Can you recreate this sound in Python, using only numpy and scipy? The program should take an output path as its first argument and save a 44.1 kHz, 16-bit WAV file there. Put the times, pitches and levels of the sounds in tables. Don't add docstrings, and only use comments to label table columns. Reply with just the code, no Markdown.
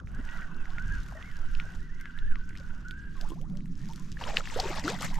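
import sys
import numpy as np
from scipy import signal
from scipy.io import wavfile

SR = 44100
rng = np.random.default_rng(int(sys.argv[2]) if len(sys.argv) > 2 else 0)


def master_out(mix):
    frames = np.transpose(np.atleast_2d(mix))
    ceiling = np.clip(frames, -1, 1)
    pcm = np.round(ceiling * 32767).astype(np.int16)
    wavfile.write(sys.argv[1], SR, pcm)


def invert_db(x):
    u = np.asarray(x, float) / 20
    return 10 ** u


N = 228967

# frequency in Hz, density in dB per Hz.
HISS_SPECTRUM = [(1000, -9), (1700, -2), (2440, -11), (2920, -9.5), (4150, -12.5), (5650, -10.5),
                 (10200, -20.5), (11700, -17.5), (13200, -40)]


def rms_one(x):
    return x / np.sqrt(np.mean(x ** 2) + 1e-20)


def in_time(rows):
    s, *columns = np.transpose(rows)
    return [np.interp(np.arange(N) / SR, s, c, left=-120, right=-120) for c in columns]


def at_hz(points, hz):
    table_hz, values = np.transpose(points)
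    return np.interp(np.log(hz), np.log(table_hz), values)


def drift(rate):
    r = np.exp(-80 * np.pi * rate / SR)
    slow = signal.lfilter([1], [1, -2 * r, r * r], rng.standard_normal(N // 40 + 2002))[2000:]
    return np.interp(np.arange(N) / 40, np.arange(len(slow)), rms_one(slow))


def swells(rows, column, rise_db_s, fall_db_s):
    t = np.arange(0, N + 32, 32) / SR
    power = 0
    for row in rows:
        early = np.maximum(row[0] - t, 0)
        late = np.maximum(t - row[0] - row[1], 0)
        power = power + invert_db(2 * (row[column] - rise_db_s * early - fall_db_s * late))
    return np.interp(np.arange(N) / SR, t, 10 * np.log10(power + 1e-12))


def pair(likeness):
    mid, side = rng.standard_normal((2, N))
    alike = np.clip(likeness, 0, 1)
    return np.sqrt(.5 + alike / 2) * mid + np.sqrt(.5 - alike / 2) * side * [[1], [-1]]


def band(x, low_hz, high_hz, order=2):
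    return signal.sosfilt(signal.butter(order, [low_hz, high_hz], "band", fs=SR, output="sos"), x)


def resonance(x, hz, width_hz):
    r = np.exp(-np.pi * width_hz / SR)
    poles = [1, -2 * r * np.cos(2 * np.pi * hz / SR), r * r]
    return signal.lfilter([(1 - r * r) / 2, 0, (r * r - 1) / 2], poles, x)


def grainy_noise(spectrum, per_s, size_db, grain_db, patchy_db, shared, size=2):
    # frequency in Hz, left-right likeness from 0 to 1.
    likeness_curve = [(20, .9), (60, .75), (130, .97), (400, 0.34), (1500, 0.73), (5000, 0.78),
                      (9000, 0.56), (15000, 0.12)]
    grains = invert_db(size_db * np.minimum(rng.exponential(1, N), 4)) * (rng.random(N) < per_s / SR)
    grains = invert_db(grain_db) * rms_one(signal.lfilter([1], [1, -1.92, .9216], grains))
    white = rng.standard_normal((2, 2, N))
    together = drift(3.6)
    low, top = spectrum[0][0], spectrum[-1][0]
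    edges = np.geomspace(low, top, int(2 * np.log2(top / low)) + 2)
    out = 0
    for k, (a, b) in enumerate(zip(edges, edges[1:])):
        shake = 1 + np.roll(grains, k // size * N // 7)
        mid, side = band(shake * white[k % 2], a, b, order=3)
        hz = np.sqrt(a * b)
        alike = np.clip(at_hz(likeness_curve, hz), 0, 1)
        gain = invert_db(at_hz(spectrum, hz) + patchy_db * (shared * together + drift(21)))
        out = out + gain * (np.sqrt(1 + alike) * mid + np.sqrt(1 - alike) * side * [[1], [-1]])
    return rms_one(out)


def hits(table, pan_db, cycles=0.78, crack_ms=0.69, tail_db=-19.0):
    out = np.zeros((2, N + 2000))
    t = np.arange(2000) / SR
    swell = t * 1000 / crack_ms
    tail = invert_db(tail_db) * np.exp(-t / 0.0089) * (1 - np.exp(-swell ** 2))
    fade = swell ** 3 * np.exp(-swell * 3) * 11.3 + tail
    for s, db, hz, bright_db in table:
        noise = rng.standard_normal((3, 2000))
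        ring = np.sin(2 * np.pi * hz * t) * (t * hz / cycles) * np.exp(1 - t * hz / cycles)
        crack = invert_db(4.5) * band(noise[0] * fade, hz * 0.54, min(hz * 1.43, 15000))
        bright_hz = min(4200 + 2000 * abs(noise[1, 0]), 7000)
        wide_noise = noise[1] + .5 * noise[2] * [[1], [-1]]
        bright = invert_db(bright_db - 1) * band(wide_noise * fade, bright_hz, 12000, order=3)
        hit = (ring + crack + bright) * invert_db([[pan_db / 2], [-pan_db / 2]])
        out[:, round(s * SR):][:, :2000] += invert_db(db) * hit
    return out[:, :N]


def marsh():
    rustle = grainy_noise(HISS_SPECTRUM, per_s=30., size_db=3.0, grain_db=-14, patchy_db=-4.5, shared=.3)
    onset = np.clip(np.arange(N) / SR / .07, 0, 1) ** 4
    return band(invert_db(-69) * rustle * onset, 870, 11800, order=4)


def wind():
    # time in seconds, level in dB.
    gust_curve = [(0.0, -44), (0.64, -31), (0.92, -36), (1.19, -44.5), (1.56, -23.5), (1.72, -38.5),
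                  (2.14, -35.5), (2.3, -16.5), (2.41, -32.5), (3.04, -44.5), (3.22, -29.5), (3.47, -35.5),
                  (4.21, -38.5), (4.29, -30), (4.8, -32), (4.87, -43.5), (5.07, -26.5), (5.19, -29.5)]
    # start in seconds, hold in seconds, level in dB.
    eddy_rows = [
        (.02, 0.17, -42.5),
        (.9, 0.042, -39.5),
        (1.5, 0.26, -39),
        (4.29, 0.07, -42.5),
    ]
    # start in seconds, hold in seconds, level in dB.
    crosswind_rows = [
        (3.45, 0.23, -42),
        (3.85, 0.35, -48),
        (4.87, 0.21, -42),
    ]
    rise_db_s, fall_db_s = 54, 45
    slow_db, = in_time(gust_curve)
    calm = invert_db(-46 + 0.06 * (slow_db - slow_db.mean()))
    buffet_gain = np.hypot(calm, invert_db(swells(eddy_rows, 2, rise_db_s, fall_db_s)))
    cavity_gain = np.hypot(invert_db(-51.5), invert_db(swells(crosswind_rows, 2, rise_db_s, fall_db_s)))
    slow = rms_one(band(pair(0.93), 3.88, 19.3, order=4)) * invert_db([[-2.6], [2.4]])
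    buffet = rms_one(band(resonance(pair(0.85), 24.0, 30.5), 14.8, 154))
    buffet = buffet * invert_db(3.0 * drift(1.9)) * invert_db([[-.8], [.8]])
    cavity = rms_one(band(resonance(pair(0.97), 166.0, 41.6), 91, 299, order=4)) * invert_db(0.71 * drift(13.5))
    skirt = rms_one(band(pair(0.9), 200, 397, order=3)) * invert_db(-65 + 2.2 * drift(2.8))
    return invert_db(slow_db) * slow + buffet_gain * buffet + cavity_gain * cavity + skirt


def moan():
    # time in seconds, pitch in Hz, level in dB.
    moan_curve = [(3.3, 152.5, -62), (3.37, 158, -33.5), (3.42, 148, -65), (3.5, 189.7, -33.5),
                  (3.58, 186.6, -39), (3.72, 172.9, -46), (3.8, 121.5, -45), (3.86, 164.7, -37.5),
                  (3.92, 180.3, -61)]
    hz, db = in_time(moan_curve)
    phase = 2 * np.pi * np.cumsum(np.maximum(hz, 0) * (1 + 0.088 * drift(29.7))) / SR
    return (np.sin(phase) + invert_db(-35.0) * np.sin(2 * phase)) * invert_db(db + 2.5 * drift(41))


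def drips():
    # time in seconds, peak in dB, pitch in Hz, bright part in dB.
    drip_rows = [(.704, -42, 3330, -13), (2.4915, -43.5, 6400, -21), (3.2118, -33, 4600, -7),
                 (3.2887, -58, 1970, 22), (3.3026, -43.5, 3140, 6.5), (3.4984, -54.5, 3170, 5),
                 (3.5533, -56, 1944, 5), (3.5715, -41.5, 5000, -31), (3.8877, -44, 4640, -3),
                 (3.934, -42, 3406, 3.5), (3.9592, -40.5, 5410, 2.5), (3.9967, -42.5, 6960, -30),
                 (4.1178, -36, 5340, -13)]
    return hits(drip_rows, pan_db=4.5)


def slaps():
    # time in seconds, peak in dB, pitch in Hz, bright part in dB.
    slap_rows = [(4.213, -54, 2220, -15), (4.2387, -29, 2970, -32), (4.2772, -35, 1610, -19.5),
                 (4.347, -45, 1420, -36), (4.3695, -14.5, 2800, -22), (4.442, -59, 1650, -5),
                 (4.4553, -32.5, 2630, -8), (4.4735, -31, 1800, -12), (4.5, -36, 2100, -8),
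                 (4.5398, -37, 2800, 1), (4.5992, -21, 4700, -12), (4.6016, -22, 4680, -14),
                 (4.6897, -35, 2700, -10), (4.9431, -38, 4900, -20), (4.3785, -31, 2600, -20),
                 (4.386, -34, 3200, -13), (4.298, -42, 7500, -7), (4.862, -38, 5800, -20),
                 (4.899, -32, 7000, -20), (5.1546, -39, 1940, 0), (4.7634, -40, 1260, -32),
                 (4.796, -33, 5400, -25), (4.839, -33, 1980, -15), (4.8788, -20, 1370, -8.5),
                 (4.92, -37, 6500, -10), (4.9875, -40, 1480, 5), (5.008, -37, 5500, 6),
                 (5.0218, -38, 1730, 15), (5.0282, -29, 1220, 0), (5.0455, -33.5, 1980, 8),
                 (5.142, -40.5, 1980, 10.5)]
    return hits(slap_rows, pan_db=3.5, cycles=1.7, crack_ms=0.85, tail_db=-15.0)


def bubble(start_hz, end_hz, length, late=1.3):
    u = np.arange(int(length * SR)) / (length * SR)
    hz = start_hz * (end_hz / start_hz) ** (u ** late)
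    return np.sin(2 * np.pi * np.cumsum(hz) / SR) * np.sin(np.pi * u ** .5) ** 0.41


def short_tones():
    # time in seconds, start pitch in Hz, length in seconds, peak in dB.
    gulp_rows = [
        (3.224, 601, 0.05, -48.5),
        (3.358, 623, 0.04, -57),
        (3.4, 469, 0.079, -56),
        (4.561, 440, 0.021, -28),
        (4.718, 646, 0.0366, -42.5),
        (4.841, 285, 0.118, -29),
        (5.101, 598, 0.047, -50.5),
    ]
    # time in
    # seconds, pitch in Hz, length in seconds, peak in dB.
    pop_rows = [(.189, 235, 0.0163, -36), (1.15, 615, 0.041, -47), (2.6, 533, 0.015, -54),
                (.7, 1060, 0.04, -54), (3.305, 1004, 0.039, -49), (3.3, 316, 0.041, -42),
                (3.835, 1800, .014, -56), (3.892, 885, 0.034, -48.5), (3.99, 990, 0.04, -59),
                (4.17, 1690, 0.0047, -36), (4.28, 542, 0.011, -38.5), (4.402, 1264, .0087, -37),
                (4.779, 860, 0.0094, -36), (5.062, 2020, 0.0073, -39), (4.729, 1200, .02, -44),
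                (5.128, 950, 0.018, -46), (5.158, 950, .02, -50), (.51, 2600, 0.071, -68),
                (3.53, 560, .06, -56), (4.345, 450, .008, -40), (4.3, 800, .015, -42),
                (4.52, 890, .02, -45), (4.702, 340, 0.012, -33.5), (4.589, 730, 0.018, -28),
                (4.635, 893, 0.042, -38), (4.652, 370, .018, -30.5), (4.632, 400, .018, -39),
                (5.177, 890, 0.077, -38.5)]
    # time in seconds, pitch in Hz, length in seconds, peak in dB.
    squeak_rows = [(.479, 1180, 0.03, -55), (.51, 1100, .025, -55), (.575, 2780, 0.075, -61),
                   (4.212, 1000, .014, -37), (4.264, 1050, .018, -39), (2.36, 1250, 0.028, -56.5),
                   (2.04, 1727, 0.084, -51.5), (2.31, 1600, 0.04, -45), (.685, 800, 0.03, -53),
                   (3.155, 1150, 0.05, -54), (3.21, 1750, .03, -56), (4.771, 1146, 0.008, -35)]
    events = [(*row, np.exp(7.0 * row[2] ** .7)) for row in gulp_rows]
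    events += [(*row, 1.088) for row in pop_rows]
    events += [(*row, .83) for row in squeak_rows]
    out = np.zeros(N + SR)
    for s, start_hz, length, db, bend in events:
        deep = start_hz < 300
        wave = bubble(start_hz, start_hz * bend, length, 1.8 if deep else 1.3)
        if deep:
            wave = wave * (bend * 300 / start_hz) ** np.linspace(0, -.9, len(wave))
        out[round(s * SR):][:len(wave)] += invert_db(db) * wave
    return out[:N] * invert_db(3.5 * drift(220))


def crowd(count, low_hz, span, cycles, spread_db):
    start = int(4.1 * SR)
    out = np.zeros(N + SR)
    for when, pitch, rise, size in rng.random((count, 4)):
        hz = low_hz * span ** pitch
        wave = bubble(hz, hz * (0.91 + 0.38 * rise), cycles / hz)
        out[start + int(when * (N - start)):][:len(wave)] += invert_db(-spread_db * size - 5 * pitch) * wave
    return np.pad(rms_one(out[start:N]), (start, 0))


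def water():
    # start in seconds, hold in seconds, spray in dB, gurgle in dB.
    thrash_rows = [(4.215, 0.077, -44.5, -50), (4.29, 0.047, -51.5, -43), (4.365, 0.03, -42, -45),
                   (4.44, 0.081, -48.5, -78), (4.535, .05, -43, -55), (4.585, .09, -42, -44),
                   (4.69, .11, -42.5, -43), (4.845, 0.03, -45, -48), (4.875, 0.028, -39.5, -44),
                   (4.915, .045, -45, -48), (5.012, 0.045, -40, -49.5), (5.08, 0.14, -50, -70)]
    # frequency in Hz, density in dB per Hz.
    spray_spectrum = [(530, -31), (900, 2), (1040, 1), (1400, -0.5), (2310, -8), (2760, -2.5), (3680, -6.5),
                      (4780, -8), (7010, -9), (8700, -15.5), (15600, -30.5)]
    spray_db = swells(thrash_rows, 2, rise_db_s=550, fall_db_s=390)
    gurgle_db = swells(thrash_rows, 3, rise_db_s=459, fall_db_s=504)
    gurgle = invert_db(gurgle_db) * crowd(count=500, low_hz=450, span=4.5, cycles=5.0, spread_db=14)
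    droplets = invert_db(-4.5) * crowd(count=1000, low_hz=1500, span=5.0, cycles=9.0, spread_db=24)
    mist = grainy_noise(spray_spectrum, per_s=380.0, size_db=1.5, grain_db=-3, patchy_db=3.5, shared=0.4)
    spray = invert_db(spray_db) * (droplets + invert_db(0.4) * mist)
    return (short_tones() + gurgle + spray) * invert_db([[1.1], [-1.1]])


def reel_ticks():
    # time in seconds, peak in dB, pitch in Hz.
    knock_rows = [
        (.7836, -29.5, 1980),
        (1.5996, -25.5, 2290),
        (2.0563, -31, 1920),
        (2.3565, -30, 1930),
    ]
    # time in seconds, peak in dB, pitch in Hz, bright part in dB.
    bail_rows = [(.0728, -42, 2080, -19), (.2733, -48, 2350, -4), (.2897, -37.5, 2600, -34),
                 (.4204, -38, 1990, -34), (.656, -38.5, 1900, -16), (1.2262, -38.5, 2730, -29),
                 (1.5506, -35, 2840, -32), (2.011, -42.5, 1890, 3.5), (2.1884, -36, 3000, -22),
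                 (2.4947, -46, 2300, -20), (2.507, -43, 1800, -20), (2.53, -44, 1800, -20),
                 (2.5536, -38, 1850, -11), (2.8838, -41, 5570, -23), (2.9095, -34, 2950, -7),
                 (3.606, -47, 2245, -25), (3.6574, -48.5, 1900, -1.5)]
    # time in seconds, peak in dB, pitch in Hz, bright part in dB.
    tick_rows = [(.1165, -52, 2040, 3), (.148, -47.5, 6600, -15), (.9497, -45, 2620, -5),
                 (1.0854, -47, 2140, 4), (1.2131, -45, 1900, -13), (.255, -53, 6000, -3),
                 (.72, -50, 5500, -8), (.797, -47, 4500, 0), (.86, -53, 6000, 0), (1.152, -52, 5500, -12),
                 (1.315, -50, 4500, 0), (1.39, -52, 6000, 0), (.545, -53, 4000, -10),
                 (.893, -47, 1800, -15), (2, -46, 2110, -1), (2.177, -38.5, 1700, -7),
                 (2.319, -47, 2400, -5), (2.345, -50, 1900, -20), (2.454, -64, 2260, 14),
                 (2.5282, -62, 1900, -10), (2.564, -41, 2400, -21), (2.5737, -39, 4540, -15),
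                 (2.5835, -45, 5000, -21), (2.5994, -43, 5070, -14), (2.61, -46, 1990, -17),
                 (2.87, -59, 2750, -13), (3.0175, -54, 2980, -26), (3.1772, -45, 1930, -14),
                 (3.414, -49.5, 2950, 7.5), (3.808, -58, 2630, 3), (4.191, -42, 2630, -13),
                 (3.754, -49, 5000, -15), (3.8475, -50.5, 5450, -10), (3.9004, -44, 3970, -5),
                 (3.9248, -45, 5400, -20), (3.969, -49, 5000, -20), (3.979, -43, 1500, -20),
                 (4.0455, -54, 5160, -2), (4.125, -42, 4500, -3)]
    dull_knocks = [(*row, -33) for row in knock_rows]
    return hits(dull_knocks, pan_db=3) + hits(bail_rows, pan_db=-6) + hits(tick_rows, pan_db=2)


def mesh_tone(jitter):
    # start in seconds, length in seconds, slack pitch in Hz, top pitch in Hz, level in dB.
    push_rows = [(0.14, 0.13, 1500, 1870, -54), (0.28, 0.11, 1830, 1970, -49),
                 (.385, .075, 1700, 1900, -51), (.39, .07, 1450, 1550, -45), (.25, 0.24, 870, 958, -58),
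                 (.77, 0.22, 1400, 1652, -41), (.885, 0.1104, 1500, 1640, -40),
                 (.26, 0.22, 1480, 1400, -46), (0.48, .24, 1450, 1520, -50), (.3, .14, 2800, 2900, -63),
                 (2.4, 0.21, 1480, 1524, -50.5), (2.58, 0.296, 1500, 1450, -50.5),
                 (2.0, .14, 1560, 1500, -51), (1.97, 0.0895, 1900, 2080, -56.5),
                 (1.08, .09, 1400, 1600, -55), (1.2, 0.13, 1720, 2180, -49), (1.15, .075, 1820, 1780, -52),
                 (1.32, .08, 1700, 1620, -54), (1.43, 0.108, 1320, 1554, -50.5),
                 (1.58, .19, 1380, 1560, -48), (1.79, .12, 1700, 1950, -57), (1.89, 0.117, 1780, 2000, -54),
                 (2.14, 0.1, 1550, 1800, -51.5), (2.21, .14, 1480, 1767, -49.5),
                 (2.844, 0.42, 1465, 1626, -40.5)]
    out = np.zeros(N)
    for s, length, slack_hz, top_hz, db in push_rows:
        i = round(s * SR)
        u = np.arange(int(length * SR)) / (length * SR)
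        arch = np.sin(np.pi * u ** (np.log(.5) / np.log(.58)))
        hz = slack_hz + (top_hz - slack_hz) * arch
        level = invert_db(db - 54 * length * u) * np.minimum(6 * np.sin(np.pi * u), 1)
        out[i:i + len(u)] += level * np.sin(2 * np.pi * np.cumsum(hz * jitter[i:i + len(u)]) / SR)
    return out


def gears():
    # frequency in Hz, width in Hz, level in dB.
    body_modes = [(1500, 265, 4), (957, 32, -5), (1900, 140, -5.5), (2800, 660, -12)]
    # time in seconds, level in dB.
    effort_curve = [(0, -37), (.02, -104), (.08, -59.5), (.33, -47.5), (.55, -53.5), (.7, -50), (.86, -49),
                    (.98, -47), (1.12, -56), (1.37, -50), (1.49, -51.5), (1.61, -49), (1.89, -57.5),
                    (2.05, -51), (2.5, -57), (3.03, -55), (3.24, -60), (3.42, -97)]
    # start in seconds, hold in seconds, rub in dB, hiss in dB.
    brush_rows = [(0, 0.0029, -50, -79), (.09, 0.49, -54, -76), (.28, .13, -66, -65), (.95, .09, -68, -65),
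                  (.6, 0.49, -55, -74.5), (1.1, 0.2, -52, -67), (1.4, 0.016, -49, -69),
                  (1.57, 0.18, -52, -63), (2.59, 0.049, -53, -71), (2.66, 0.17, -55.5, -78),
                  (3.21, 0.07, -51, -62), (3.5, .08, -58, -80), (3.8, 0.28, -62, -64.5),
                  (4.19, 0.06, -58, -66)]
    # frequency in Hz, density in dB per Hz.
    rub_spectrum = [(150, -26), (260, -30), (350, -10), (480, 4.5), (856, 9), (993, 2), (1300, 10.5),
                    (1690, -46), (2860, -120)]
    body_db, = in_time(effort_curve)
    rub_gain = np.hypot(invert_db(-72), invert_db(swells(brush_rows, 2, rise_db_s=350, fall_db_s=288)))
    brush_hiss = invert_db(swells(brush_rows, 3, rise_db_s=123, fall_db_s=123))
    hiss_gain = np.hypot(invert_db(-70 + (body_db + 50)), brush_hiss)
    whine = mesh_tone(1 + .024 * drift(85)) * invert_db(3.8 * drift(55))
    lagged = np.array([np.roll(whine, 3), whine])
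    friction = pair(0.59)
    body = 0
    for hz, width_hz, db in body_modes:
        body = body + invert_db(db) * resonance(resonance(friction, hz, width_hz), hz, width_hz)
    body = invert_db(body_db - 3.5 + 2.5 * drift(53)) * rms_one(body)
    hiss = grainy_noise(HISS_SPECTRUM, per_s=90., size_db=3.5, grain_db=-4, patchy_db=1.4, shared=.5, size=4)
    hiss = band(hiss, 900, 12500, order=12)
    rub = grainy_noise(rub_spectrum, per_s=72.0, size_db=4.5, grain_db=-6, patchy_db=3.5, shared=0.57)
    ring = (lagged + body) * invert_db([[-.8], [.8]])
    return ring + invert_db(5.0) * hiss_gain * hiss + invert_db(-4.5) * rub_gain * rub


def scene():
    background = marsh() + wind() + moan()
    fish = drips() + slaps() + water()
    reel = reel_ticks() + gears()
    return background + fish + reel


def low_pass(x):
    return signal.sosfilt(signal.butter(12, 15730, fs=SR, output="sos"), x)


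def record(dry):
    coloured = dry - 0.69 * resonance(dry, 9820, 3560)
    coloured = signal.sosfilt(signal.cheby2(12, 50, 15800, fs=SR, output="sos"), coloured)
    return low_pass(coloured)


dry = scene()
out = record(dry)
master_out(out)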